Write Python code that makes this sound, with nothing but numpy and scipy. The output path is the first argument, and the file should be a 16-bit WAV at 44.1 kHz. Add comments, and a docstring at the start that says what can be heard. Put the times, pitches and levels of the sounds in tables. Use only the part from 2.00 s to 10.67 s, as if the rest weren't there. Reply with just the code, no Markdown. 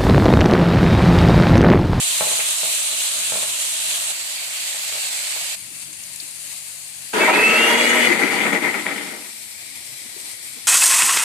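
"""Fish fries in oil in a round steel pan, heard close by while a spatula scrapes and knocks and water spits,
then from one side, then from across the kitchen, where a fan hums and a plastic lid is handled.
A mixer grinder starts, whines up to speed, is switched off and slows until it is cut off; the frying goes on.
Noise grains make the sizzle and grinding, struck resonances the knocks, shaft-locked sines the whine;
a pair of microphone ports hears it all."""
import sys
import numpy as np
from scipy import signal
from scipy.io import wavfile

SR = 44100
rng = np.random.default_rng(int(sys.argv[2]) if len(sys.argv) > 2 else 0)


def magnitude_from_level(level_db):
    """Linear magnitude for a level in decibels (20 dB per decade)."""
    exponent = np.asarray(level_db, float) / 20
    return 10 ** exponent


def file_out(sig):
    """Save sig as 16-bit WAV at sys.argv[1]."""
    # one column per channel
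    cols = np.atleast_2d(sig).T
    # limit, then scale
    lim = np.clip(cols, -1, 1)
    pcm = np.round(lim * 32767).astype(np.int16)
    wavfile.write(sys.argv[1], SR, pcm)


N = 382347

# Times in seconds at which the microphone moves to a new standpoint.
MOVES_S = [2.12, 3.555, 6.5]
# Sizzle level. Each row: time in seconds, level in dB.
SIZZLE_LEVEL = [(0, -22.5), (1.1, -24.5), (2.115, -25.5), (2.125, -29.5), (2.5, -30), (2.6, -28),
                (3.05, -27.5), (3.548, -27.5), (3.56, -37.5), (4.1, -37.5), (4.45, -36.5), (5.1, -37),
                (7.3, -37.8), (8.67, -37.5)]
# Colour of the sizzle at each standpoint. Each row: frequency in Hz, relative density in dB per Hz.
SIZZLE_NEAR = [(210, -66), (350, -36), (493, -20), (525, -21.5), (567, -15), (623, -7), (799, -18),
               (878, -13.5), (1640, -11), (2740, -1.5), (4300, 0), (4950, -9.5), (8400, 4), (13400, -14),
               (14500, 3)]
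SIZZLE_ASIDE = [(210, -54), (350, -33), (471, -19), (517, -28), (594, -9), (891, -12.5), (1320, -11.5),
                (2530, 1.5), (3050, -1.5), (4580, 0), (5350, -7), (8020, 3), (10100, -5.5), (13600, -13.5),
                (14500, -18)]
SIZZLE_FAR = [(210, -49), (350, -28), (422, -25), (604, -17), (763, -18.5), (1490, -18), (2450, -7),
              (3400, -11), (4440, -4), (5520, -13), (7190, -3), (8020, -4.5), (9820, -2.5), (11300, -15.5),
              (14500, -12.5)]
SIZZLE_LATE = [(210, -17.5), (350, -16), (525, -14.5), (695, -12), (1110, -14), (1690, -12.5), (2170, 1.5),
               (2610, -7.5), (3200, -5), (4370, -1), (6970, -6), (8020, 2), (9670, -3), (11000, -6.5),
               (14500, -12.5)]
# Port balance at the standpoints. Each row: frequency in Hz, left minus right in dB.
SIDES_NEAR = [(60, 9.0), (110, 28), (200, 40), (380, 10), (690, 0), (1270, -0.5), (2350, 1), (4330, -2),
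              (7980, -2.5), (14700, 8)]
SIDES_ASIDE = [(60, 9.5), (110, 9.5), (200, 12.5), (380, 5), (690, 1.5), (1270, -1.5), (2350, -0.5),
               (4330, -3), (7980, -1.5), (14700, 15)]
SIDES_FAR = [(60, 15), (92, 14), (140, 12.6), (210, 15.3), (330, 14.7), (500, 1.5), (760, 1.0), (1160, 1.5),
             (1770, 9.8), (2710, 8), (4130, 1.3), (6310, 1.2), (9630, 11.5), (14700, 8.9)]
# Port balance of the mixer. Each row: frequency in Hz, left minus right in dB.
SIDES_MIXER = [(60, -4), (92, 13), (140, 21), (210, 11.5), (330, 13.5), (500, -2), (760, -1), (1160, -0.5),
               (1770, -4), (2710, 3), (4130, 0), (6310, -6.5), (9630, 6.5), (14700, 4)]
# Left-right likeness of pan and mixer. Each row: frequency in Hz, likeness 0-1.
ALIKE_PAN = [(60, 0.1), (130, 0.73), (220, 0.24), (600, 0.9), (900, 0.47), (1300, 0), (2500, .05),
             (8000, 0)]
ALIKE_MIXER = [(60, .35), (130, 1), (250, 1), (600, 0.69), (900, 0.75), (1300, 0.25), (2500, 0.13),
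               (3500, 0.029), (8000, .02)]
# The oil flares up or slackens. Each row: centre in seconds, change in dB, length in seconds.
FLARES = [(.405, 1.5, 0.039), (.665, 0.5, 0.16), (1.017, 1.5, 0.074), (1.36, 0.5, .15), (1.942, 2, .08),
          (2.92, 0.5, 0.042), (3.216, 1, 0.059), (3.386, 0.5, 0.05), (3.686, -1.5, .06), (3.79, 2, 0.092),
          (3.895, -1.5, 0.053), (4.202, 1, .1), (4.345, -0.5, 0.042), (4.38, 0.5, 0.046),
          (4.537, 2.5, 0.11), (4.8, 0, .08), (4.905, -1, .06), (7.44, 1, 0.033), (7.874, 0.5, 0.13),
          (8.297, 2, .12), (8.375, -2, 0.062), (8.46, 2.5, 0.046), (8.56, 0.5, .06)]
GUSTS_DB, GUSTS_HZ = 0.52, 18
# Water spits in the oil; the first row is a short scrape.
# Each row: start in seconds, relative peak in dB, pitch in Hz, T60 in seconds.
SCRAPE_AND_SPITS = [(.398, -25, 2300, 0.23), (1.906, -19, 2700, 0.02), (1.94, -24, 3070, 0.053),
                    (3.93, -30, 7400, .02), (4.036, -26, 6550, .02), (4.16, -26, 9470, .015),
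                    (4.2, -29, 4430, 0.052), (4.473, -31, 7100, .03)]

# Blows on the pan. Each row: time in seconds, relative peak in dB, dullness 0-1.
KNOCKS = [(0.205, -8, 0.66), (0.265, -20, 0.7), (0.311, -21, 0.1), (0.389, -22.5, 0.3), (0.629, -21.5, 0.7),
          (0.925, -28.5, 0.5), (1.318, -17.5, 0.9), (1.353, -18, 1), (1.425, -25, 0), (1.934, -33, 0.7),
          (2.099, -32, 0), (2.741, -31.5, 0.1), (2.92, -28, 0.2), (2.95, -26, 0.5), (3.36, -28, 0.2)]
# Modes of the pan. Each row: frequency in Hz, relative level in dB, T60 in seconds.
PAN_MODES = [(127, 6, 0.18), (185, -4.5, 0.16), (280, -14, .08), (350, -6.5, 0.046), (430, -5, 0.2),
             (511.5, 7, 0.035), (594, 2.5, 0.21), (650, 11, 0.055), (756, 2, 0.058), (853, 3.5, 0.055),
             (1040, 4.5, 0.015), (1320, -6.5, 0.039), (1555, -5, 0.029), (1760, -11.5, 0.016),
             (2300, 0, 0.01)]
CONTACT_S = 0.0007
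ECHO_T60_S, ECHO_DB = 0.36, 1.5

# Shaft speed while powered. Each row: time in seconds, speed in turns per second.
SHAFT_SPEED = [(5.13, 160), (5.19, 183), (5.3, 197.5), (5.36, 208), (5.45, 219), (5.55, 227.5), (5.66, 234),
               (5.85, 240.5), (6.085, 244.8)]
SWITCH_OFF_S, CUT_OFF_S = 6.07, 7.318
FREE_TURNS_PER_S, END_TURNS_PER_S = 280, 10.4   # without load; where the slowing grinder is cut off
# Motor tones as multiples of the shaft speed, one per row of MOTOR_TONES.
TONE_MULTIPLES = [1, 2, 8, 10, 12, 14]
# Each row: level in dB, gain at full torque in dB, relative throb in level, throb in phase in rad.
MOTOR_TONES = [(-46, 0.5, 0.01, .03), (-38, 5.5, 0, .03), (-51, 0, 0.2, 0), (-36, 6, 0.1, 0.16),
               (-31.5, 7, 0.6, 0.099), (-39, -2, 0, .1)]
MAINS_THROB_HZ = 100
TONES_WAKE_S, TONES_WAKE_DB = 0.079, 38   # the tones climb out of the starting clatter
# Casing resonances. 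Each row: frequency in Hz, width in Hz, level over the plain path in dB.
CASING = [(240, 14, 16.5), (420, 10, 12), (477, 15, -4), (2258, 23, 8), (2622, 33, 16.5), (2770, 18, 11),
          (3320, 110, 8.5)]

# Colour of the roar, powered and coasting. Each row: frequency in Hz, relative density in dB per Hz.
ROAR_POWERED = [(29, -68), (50, -44), (130, -25), (235, -5), (269, -10), (384, -3.5), (459, -6), (517, -3),
                (627, -2.5), (686, -7.5), (965, -1.5), (1120, -15), (1260, -3.5), (1750, -4.5), (2280, -35),
                (3850, -120)]
ROAR_COASTING = [(29, -76), (50, -23), (144, -20.5), (199, -1.5), (257, -3), (285, -8.5), (356, -4),
                 (582, -6.5), (717, -10), (807, -3), (1070, -11.5), (1340, -4), (1670, -9), (1750, -11),
                 (2280, -38), (3850, -120)]
# Housing resonances in the roar. Each row: frequency in Hz, relative width in Hz,
# relative level in dB powered, relative level in dB coasting.
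HOUSING = [(290, 19, -8, 0), (350, 9.7, -16, -5), (416.5, 11, -8.5, -10), (459.2, 19, -4, -6),
           (621, 16, -3, -8), (806, 11, -19, -14), (986, 42, -2, -3), (1303, 9, -1, -5.5)]
# Jar resonances. Each row: frequency in Hz, relative width in Hz, relative level in dB.
JAR = [(1780, 630, -9.5), (1906, 120, 4.5), (2050, 127, 8), (2184, 185, 2.5), (2310, 130, -8.5),
       (2560, 55, -23), (3090, 270, -15)]
# Colour of the cooling-fan hiss. Each row: frequency in Hz, relative density in dB per Hz.
HISS = [(2120, -1), (3600, 0), (3980, -6), (4600, -3), (4990, -15.5), (5940, -9.5), (7250, -7),
        (8240, -5.5), (10500, -12.5), (13700, -17), (14500, -23)]
# Lean of the rattle. Each row: time in seconds, left minus right in dB.
RATTLE_LEAN = [(5.13, 16), (5.32, -1), (6.17, 10.5), (6.68, 11.5), (7.14, 9)]
# Level laws. Each holds: dB at full speed, dB per tenfold speed, dB gained at full torque, dB step at switch-off.
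ROAR_LAW = (-27, 23.5, 6, 0.5)
RATTLE_LAW = (-21, 27.5, -0.5, -0.5)
HISS_LAW = (-24.5, 22, -2, -4.5)
BITE_S, BITE_DB = 0.14, 9   # the blades take a moment to throw hard bits at the jar
# Lumps pass the blades. Each row: centre in seconds, length in seconds, roar change in dB, rattle change in dB.
SURGES = [(5.239, 0.021, 6.5, -7), (5.261, 0.035, -5.5, 9), (5.314, 0.058, 3, 2.5), (5.542, 0.033, 0.5, -1),
          (5.71, .06, 1.5, 1.5), (5.885, 0.056, -2.5, 1), (6.022, 0.068, -2, 2.5), (6.052, .03, 0.5, -3.5),
          (6.11, 0.035, 0, -1.5), (6.125, 0.014, -0.5, 8), (6.24, 0.026, 2, -0.5), (6.48, 0.049, 5.5, 1.5),
          (6.562, 0.066, 5.5, 3), (6.661, 0.047, 4, 6.5), (6.754, 0.043, 1.5, 1), (6.884, .08, 4, 3.5),
          (7.15, 0.042, 3, 1)]
# The blades run free, then catch. Each row: catch in seconds, length in seconds, depth in dB.
LULLS = [(5.327, 0.025, 9), (5.474, 0.043, 1), (5.774, 0.045, 3), (6.188, 0.08, 4.5), (6.307, .07, 3.5),
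         (6.438, .1, 0.5), (6.518, 0.035, 8.5), (6.618, 0.065, 8.5), (6.73, 0.04, 4), (6.851, 0.054, 10.5),
         (7.032, 0.054, -1.5), (7.237, 0.067, 3)]
CATCH_S, HISS_SAG_SHARE = 0.01, 0.71
# Hard bits strike the jar wall. Each row: time in seconds, relative peak in dB.
STRIKES = [(6.5314, -16), (6.7426, -18), (6.8578, -26), (6.8658, -14), (6.902, -25), (6.9127, -22)]
STRIKE_T60_S = 0.039
# The grinder jolts on its feet. Each row: start in seconds, relative peak in dB, pitch in Hz, T60 in seconds.
JOLTS = [(5.137, -32, 1530, .04), (5.14, -18, 441, 0.39), (5.18, -22, 357, 0.2), (5.275, -15.5, 970, 0.37),
         (5.28, -20.5, 770, 0.38), (5.7, -23, 940, 0.32), (6.06, -30, 70, .15), (6.07, -33, 131, 0.1),
         (6.085, -20, 350, 0.22), (6.21, -23, 385, 0.15), (6.74, -22, 1390, .08), (7.13, -32, 610, 0.086)]

# The plastic lid is handled. Each row: start in seconds, relative peak in dB, pitch in Hz, T60 in seconds.
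LID_THUDS = [(3.7, -52, 300, 0.092), (3.88, -52, 290, 0.24), (4.22, -49, 282, 0.095),
             (8.05, -44.5, 264, 0.087), (8.158, -46.5, 370, 0.22), (8.56, -43, 240, 0.066),
             (8.57, -45, 430, .07)]
# Start and end of the fan hum in seconds.
FAN_SPAN_S = (3.56, 5.12)
FAN_TURNS_PER_S = 47
# Fan harmonics. Each row: multiple of the turning rate, relative level in dB, change in dB per second.
FAN_ORDERS = [(2, -66, 1), (3, -61.5, 0), (4, -62, -9), (5, -68, -6)]
# Colour of the low rumble, away from and by the stove. Each row: frequency in Hz, relative density in dB per Hz.
RUMBLE_AWAY = [(24, -63), (40, -33), (54, -29), (85, 4), (130, 1.5), (178, -9), (230, -2), (265, -7),
               (366, -7), (420, -30), (550, -45), (920, -120)]
RUMBLE_NEAR = [(24, -45), (40, -15), (65, -6), (124, -1), (141, -1.5), (162, -6), (189, -2.5), (226, -3.5),
               (313, -7.5), (420, -8), (550, -24), (920, -120)]
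# Relative rumble level in dB, one per standpoint.
RUMBLE_DB = [-58, -60, -59.5, -55.5]
# Low thump under the pan knocks, and slow changes of the rumble.
# Each row: centre in seconds, change in dB, length in seconds.
LOW_CHANGES = [(.15, 3, .5), (1.352, 9.5, 0.25), (1.95, 3, .3), (3.8, 5.5, 0.52), (7.3, -2, 0.19)]
LOW_CUT_HZ, TOP_HZ, CEILING = 118, 14620, 0.86


def rms_one(x):
    """Scaled to rms 1."""
    return x / np.sqrt(np.mean(x ** 2) + 1e-20)


def in_time(rows):
    """Each column of a table as a curve over all samples."""
    s, *columns = np.transpose(rows)
    return [np.interp(np.arange(N) / SR, s, c) for c in columns]


def sounding(start_s, end_s):
    """1 between two times, 0 outside, with 10 ms edges."""
    t = np.arange(N) / SR
    return np.clip(np.minimum(t - start_s, end_s - t) / 0.01, 0, 1)


def at_hz(points, hz):
    """A spectrum read on a log-frequency axis."""
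    points_hz, value = np.transpose(points)
    return np.interp(np.log(hz), np.log(points_hz), value)


def port_gains(lean_db):
    """Left and right gains for a left-minus-right difference in dB."""
    return magnitude_from_level(np.array([[.5], [-.5]]) * lean_db)


def drift(rate_hz):
    """Slow chance of spread 1: noise through a double pole, made at SR / 40."""
    r = np.exp(-80 * np.pi * rate_hz / SR)
    noise = rng.standard_normal(N // 40 + 2002)
    slow = signal.lfilter([1], [1, -2 * r, r * r], noise)[2000:]   # settled part
    return np.interp(np.arange(N) / 40, np.arange(len(slow)), rms_one(slow))


def bumps(at_s, height_db, length_s):
    """A level curve in dB: one smooth hump per event."""
    t = np.arange(0, N + 40, 40) / SR
    humps = height_db * np.exp(-8 * ((t[:, None] - at_s) / (2 * length_s)) ** 2)
    return np.interp(np.arange(N) / SR, t, humps.sum(axis=1))


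def grains(per_s, spread_db, channels):
    """Random clicks of random sign, a few of them much larger."""
    size_db = spread_db * np.minimum(rng.exponential(1, (channels, N)), 5)
    sizes = magnitude_from_level(size_db) * rng.choice([-1, 1], (channels, N))
    present = rng.random((channels, N)) < per_s / SR
    return rms_one(sizes * present + 1e-9)


def resonance(x, hz, width_hz):
    """Two-pole resonance of gain 1 on top."""
    r = np.exp(-np.pi * width_hz / SR)
    b = np.array([1, 0, -1]) * (1 - r * r) / 2
    return signal.lfilter(b, [1, -2 * r * np.cos(2 * np.pi * hz / SR), r * r], x)


def stereo(mid, side, hz, alike, lean_db):
    """Two signals mixed to the likeness of the ports at this pitch, then panned."""
    c = np.clip(at_hz(alike, hz), 0, .99)
    pair = np.sqrt(1 + c) * mid + np.sqrt(1 - c) * side * np.array([[1], [-1]])
    return pair * port_gains(lean_db)


def banded(trains, spectra, sides, alike, patchy_db, place=0):
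    """Fifth-octave bands of four noise trains; colour and pan follow the place; about rms 1 at each."""
    low, high = spectra[0][0][0], spectra[0][-1][0]
    edges = np.geomspace(low, high, int(5 * np.log2(high / low)) + 2)
    out, power = 0, 0
    for k, band in enumerate(zip(edges, edges[1:])):
        sos = signal.butter(2, band, "band", fs=SR, output="sos")
        pair = trains[2 * (k % 2):][:2]   # neighbouring bands use different trains
        mid, side = signal.sosfilt(sos, pair)
        hz = np.sqrt(band[0] * band[1])
        gain = magnitude_from_level([at_hz(s, hz) for s in spectra])
        lean_db = np.array([at_hz(s, hz) for s in sides])
        loudness = gain * np.cosh(lean_db * np.log(10) / 40)
        power = power + loudness ** 2 * (band[1] - band[0]) / SR * 2
        patchy = magnitude_from_level(patchy_db * (3000 / hz) ** 0.18 * drift(6.8))
        out = out + gain[place] * patchy * stereo(mid, side, hz, alike, lean_db[place])
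    return out / np.sqrt(power)[place]


def puffs(events, breadth):
    """Each event is a burst of dying noise around its own pitch; breadth is width over pitch."""
    out = np.zeros((2, N))
    age_s = np.arange(SR // 4) / SR
    for s, peak_db, hz, t60_s in events:
        mid, side = resonance(rng.standard_normal((2, SR // 4)), hz, breadth * hz)
        lean_db = at_hz(SIDES_FAR if s > MOVES_S[1] else SIDES_NEAR, hz)
        puff = stereo(rms_one(mid), rms_one(side), hz, ALIKE_PAN, lean_db)
        onset = np.minimum(age_s * hz / 3, 1)   # three cycles
        puff = puff * magnitude_from_level(peak_db - 1.5 - 60 * age_s / t60_s) * onset
        at = int(s * SR)
        out[:, at:at + SR // 4] += puff[:, :N - at]
    return out


def standpoint():
    """Index of the standpoint at each sample."""
    return np.searchsorted(MOVES_S, np.arange(N) / SR)


def frying():
    """Steam bubbles burst by the thousand, in gusts."""
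    bursts = grains(14000.0, spread_db=2.5, channels=4) * magnitude_from_level(0.4 * drift(33))
    colours = [SIZZLE_NEAR, SIZZLE_ASIDE, SIZZLE_FAR, SIZZLE_LATE]
    sides = [SIDES_NEAR, SIDES_ASIDE, SIDES_FAR, SIDES_FAR]
    sizzle = banded(bursts, colours, sides, ALIKE_PAN, 1.0, standpoint())
    gusts_db = GUSTS_DB * drift(GUSTS_HZ)
    return magnitude_from_level(in_time(SIZZLE_LEVEL)[0] + bumps(*np.transpose(FLARES)) + gusts_db) * sizzle


def scrape_and_spits():
    """A short scrape, then water spitting in the oil: broad bursts of dying noise."""
    return puffs(SCRAPE_AND_SPITS, breadth=0.18)


def knocks():
    """Each blow strikes every mode with a new strength; dull blows favour the low modes. The room answers."""
    s, peak_db, dull = np.transpose(KNOCKS)
    chance_db = rng.normal(0, 2.44, (len(s), len(PAN_MODES)))
    give = np.exp(-2 * np.pi / (CONTACT_S * SR))
    out = 0
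    for k, (hz, level_db, t60_s) in enumerate(PAN_MODES):
        clicks = np.full(N, 1e-18)
        tilt_db = -5.8 * (dull - 2.5) * np.log2(hz / 600)
        strike_db = peak_db + level_db - 22.5 + tilt_db + chance_db[:, k]
        clicks[((s + .004) * SR).astype(int)] = magnitude_from_level(strike_db)   # 4 ms after the table time
        r, w = magnitude_from_level(-60 / (t60_s * SR)), 2 * np.pi * hz / SR
        soft = signal.lfilter([1 - give], [1, -give], clicks)   # the contact lasts a moment
        rung = signal.lfilter([.5, 0, -.5], [1, -2 * r * np.cos(w), r * r], soft)
        out = out + rung * port_gains(at_hz(SIDES_NEAR, hz))
    decay = magnitude_from_level(ECHO_DB - 60 * np.arange(SR // 2) / SR / ECHO_T60_S)
    tail = rng.standard_normal((2, SR // 2)) * decay / np.sqrt(ECHO_T60_S * SR / 14)
    return out + signal.fftconvolve(out, tail, axes=1)[:, :N]


def shaft():
    """Speed in turns per s, slowing evenly until it is cut off; torque 0-1, falling towards free speed."""
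    speed = in_time(SHAFT_SPEED + [(CUT_OFF_S, END_TURNS_PER_S)])[0]
    torque = np.clip((FREE_TURNS_PER_S - speed) / (FREE_TURNS_PER_S - SHAFT_SPEED[1][1]), 0, 1)
    return speed, torque * (np.arange(N) / SR < SHAFT_SPEED[-1][0])


def motor():
    """Shaft-locked tones; torque throbs at twice the mains rate; the casing lifts tones crossing its modes."""
    speed, torque = shaft()
    t = np.arange(N) / SR
    start_s, (end_s, full_speed) = SHAFT_SPEED[0][0], SHAFT_SPEED[-1]
    turns = np.cumsum(speed * (1 + .0015 * drift(25))) / SR
    throb, lagging = np.cos(2 * np.pi * MAINS_THROB_HZ * t), np.sin(2 * np.pi * MAINS_THROB_HZ * t)
    load = np.clip((242 - speed) / 16, .1, 1)   # the throb eases as the motor nears full speed
    out = 0
    for multiple, (level_db, torque_db, depth, swing_rad) in zip(TONE_MULTIPLES, MOTOR_TONES):
        port_db = 2.4 * np.array([drift(10), drift(5.3)])
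        wobble_db = (multiple / 12) ** .3 * (port_db + 2.8 * drift(40))
        level = magnitude_from_level(level_db + torque_db * torque + wobble_db)
        lean = port_gains(at_hz(SIDES_MIXER, multiple * full_speed))
        port_turns = multiple * np.array([[0], [.008]])
        phase = 2 * np.pi * (multiple * turns + rng.random() + port_turns)
        # level and phase throbbing together favour the lower side tone
        tone = (1 + 2 * depth * load * throb) * np.sin(phase - swing_rad * load * lagging)
        out = out + level * lean * tone
    waking = magnitude_from_level(-TONES_WAKE_DB * np.clip(1 - (t - start_s) / TONES_WAKE_S, 0, 1))
    out = out * waking * sounding(start_s, end_s)
    return out + sum(magnitude_from_level(lift_db) * resonance(out, hz, width_hz) for hz, width_hz, lift_db in CASING)


def grinding_levels():
    """Roar, rattle and hiss in dB follow speed and torque; lumps add surges, free running makes lulls."""
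    speed, torque = shaft()
    t = np.arange(N) / SR
    tenfolds = np.log10(speed / SHAFT_SPEED[-1][1])

    def law(full_db, slope_db, torque_db, step_db):
        """Level from speed, torque and the switch."""
        return full_db + slope_db * tenfolds + torque_db * torque + step_db * (t > SWITCH_OFF_S)

    sag_db = sum(np.interp(t, [s - length_s, s, s + CATCH_S], [0, depth_db, 0])
                 for s, length_s, depth_db in LULLS)
    s, length_s, roar_surge_db, rattle_surge_db = np.transpose(SURGES)
    bite_db = BITE_DB * np.clip(1 - (t - SHAFT_SPEED[0][0]) / BITE_S, 0, 1)
    roar_db = law(*ROAR_LAW) + bumps(s, roar_surge_db, length_s) - sag_db
    rattle_db = law(*RATTLE_LAW) - bite_db + bumps(s, rattle_surge_db, length_s) - sag_db
    return roar_db, rattle_db, law(*HISS_LAW) - HISS_SAG_SHARE * sag_db


def paste_roar():
    """Paste thrown about roars in the housing: grains in bands and in the housing modes."""
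    lumps = grains(5000.0, spread_db=2.6, channels=4) * magnitude_from_level(.6 * drift(30))
    coasting = (np.arange(N) / SR > SWITCH_OFF_S).astype(int)
    roar = banded(lumps, [ROAR_POWERED, ROAR_COASTING], [SIDES_MIXER] * 2, ALIKE_MIXER, 0.59, coasting)
    for hz, width_hz, *level_db in HOUSING:
        mid, side = resonance(resonance(lumps[:2], hz, 1.1 * width_hz), hz, 1.1 * width_hz)
        level = magnitude_from_level(np.array(level_db)[coasting] - 9.5 + 2.0 * drift(8.4))
        lean_db = at_hz(SIDES_MIXER, hz)
        roar = roar + level * stereo(rms_one(mid), rms_one(side), hz, ALIKE_MIXER, lean_db)
    return roar


def jar_rattle():
    """Hard bits and the loose coupling rattle the steel jar: grains ring its modes."""
    hits = grains(2500.0, spread_db=3.0, channels=2) * magnitude_from_level(0.89 * drift(40))
    rattle = 0
    for hz, width_hz, level_db in JAR:
        fresh = hits * rng.normal(1, 0.68, (2, N))   # every hit lands elsewhere on the wall
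        mid, side = resonance(resonance(fresh, hz, 1.47 * width_hz), hz, 1.47 * width_hz)
        rattle = rattle + magnitude_from_level(level_db) * stereo(mid, side, hz, ALIKE_MIXER, 0)
    return rattle / np.std(rattle.mean(axis=0)) * port_gains(in_time(RATTLE_LEAN)[0])


def cooling_hiss():
    """The cooling fan hisses: dense grains in bands."""
    return banded(grains(12000.0, spread_db=3.0, channels=4), [HISS], [SIDES_MIXER], ALIKE_MIXER, 2.3)


def grinding():
    """Roar, rattle and hiss, each at its level, from the start to the cut-off."""
    roar_db, rattle_db, hiss_db = grinding_levels()
    mix = magnitude_from_level(roar_db) * paste_roar() + magnitude_from_level(rattle_db) * jar_rattle() + magnitude_from_level(hiss_db) * cooling_hiss()
    return sounding(SHAFT_SPEED[0][0], CUT_OFF_S) * mix


def strikes():
    """Single clicks ring the jar briefly."""
    s, peak_db = np.transpose(STRIKES)
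    chance_db = rng.normal(0, 2.4, (len(s), len(JAR)))
    r = magnitude_from_level(-60 / (STRIKE_T60_S * SR))
    out = 0
    for k, (hz, _, level_db) in enumerate(JAR):
        clicks, w = np.full(N, 1e-18), 2 * np.pi * hz / SR
        clicks[(s * SR).astype(int)] = magnitude_from_level(peak_db + level_db - 10 + chance_db[:, k])
        out = out + signal.lfilter([0, np.sin(w)], [1, -2 * r * np.cos(w), r * r], clicks)
    return resonance(out, hz=2050, width_hz=740) * port_gains(in_time(RATTLE_LEAN)[0])


def jolts():
    """The grinder jolts on its feet: narrow bursts of noise, almost pitched."""
    return puffs(JOLTS, breadth=0.027)


def lid_thuds():
    """The plastic lid is handled: soft low bursts of noise."""
    return puffs(LID_THUDS, breadth=0.14)


def fan():
    """Wavering low hum at multiples of the turning rate, stronger on the left."""
    turns = np.cumsum(FAN_TURNS_PER_S + 0.29 * drift(5.4)) / SR
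    age_s = np.maximum(np.arange(N) / SR - FAN_SPAN_S[0], 0)
    hum = 0
    for multiple, level_db, fade_db_per_s in FAN_ORDERS:
        level = magnitude_from_level(level_db + fade_db_per_s * age_s + 0.81 * drift(6.6))
        tone = np.sin(2 * np.pi * (round(multiple) * turns + rng.random()))
        hum = hum + level * np.sqrt(2) * tone
    return sounding(*FAN_SPAN_S) * hum * magnitude_from_level([[4], [-10]])


def low_rumble():
    """Dull rumble of the kitchen and the low thump under the pan knocks: noise in low bands."""
    place = standpoint()
    by_stove = (place < 2).astype(int)
    noise = rng.standard_normal((4, N))
    rumble = banded(noise, [RUMBLE_AWAY, RUMBLE_NEAR], [SIDES_FAR] * 2, ALIKE_PAN, 2.0, by_stove)
    return magnitude_from_level(np.array(RUMBLE_DB)[place] - 5 + bumps(*np.transpose(LOW_CHANGES))) * rumble


def scene():
    """Pan, grinder, lid and fan in one kitchen."""
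    pan = frying() + scrape_and_spits() + knocks()
    grinder = motor() + grinding() + strikes() + jolts()
    return pan + grinder + lid_thuds() + fan() + low_rumble()


def roll_off(x):
    """The treble ends steeply here."""
    return signal.sosfilt(signal.butter(12, 15300, fs=SR, output="sos"), x)


def record(dry):
    """The microphone drops the deep bass and rounds the peaks; the top is cut."""
    thin = signal.sosfilt(signal.butter(2, LOW_CUT_HZ, "high", fs=SR, output="sos"), dry)
    soft = CEILING * np.tanh(thin / CEILING)
    mix = signal.sosfilt(signal.cheby2(16, 55, TOP_HZ, fs=SR, output="sos"), soft)
    return roll_off(mix)


dry = scene()
out = record(dry)
file_out(out)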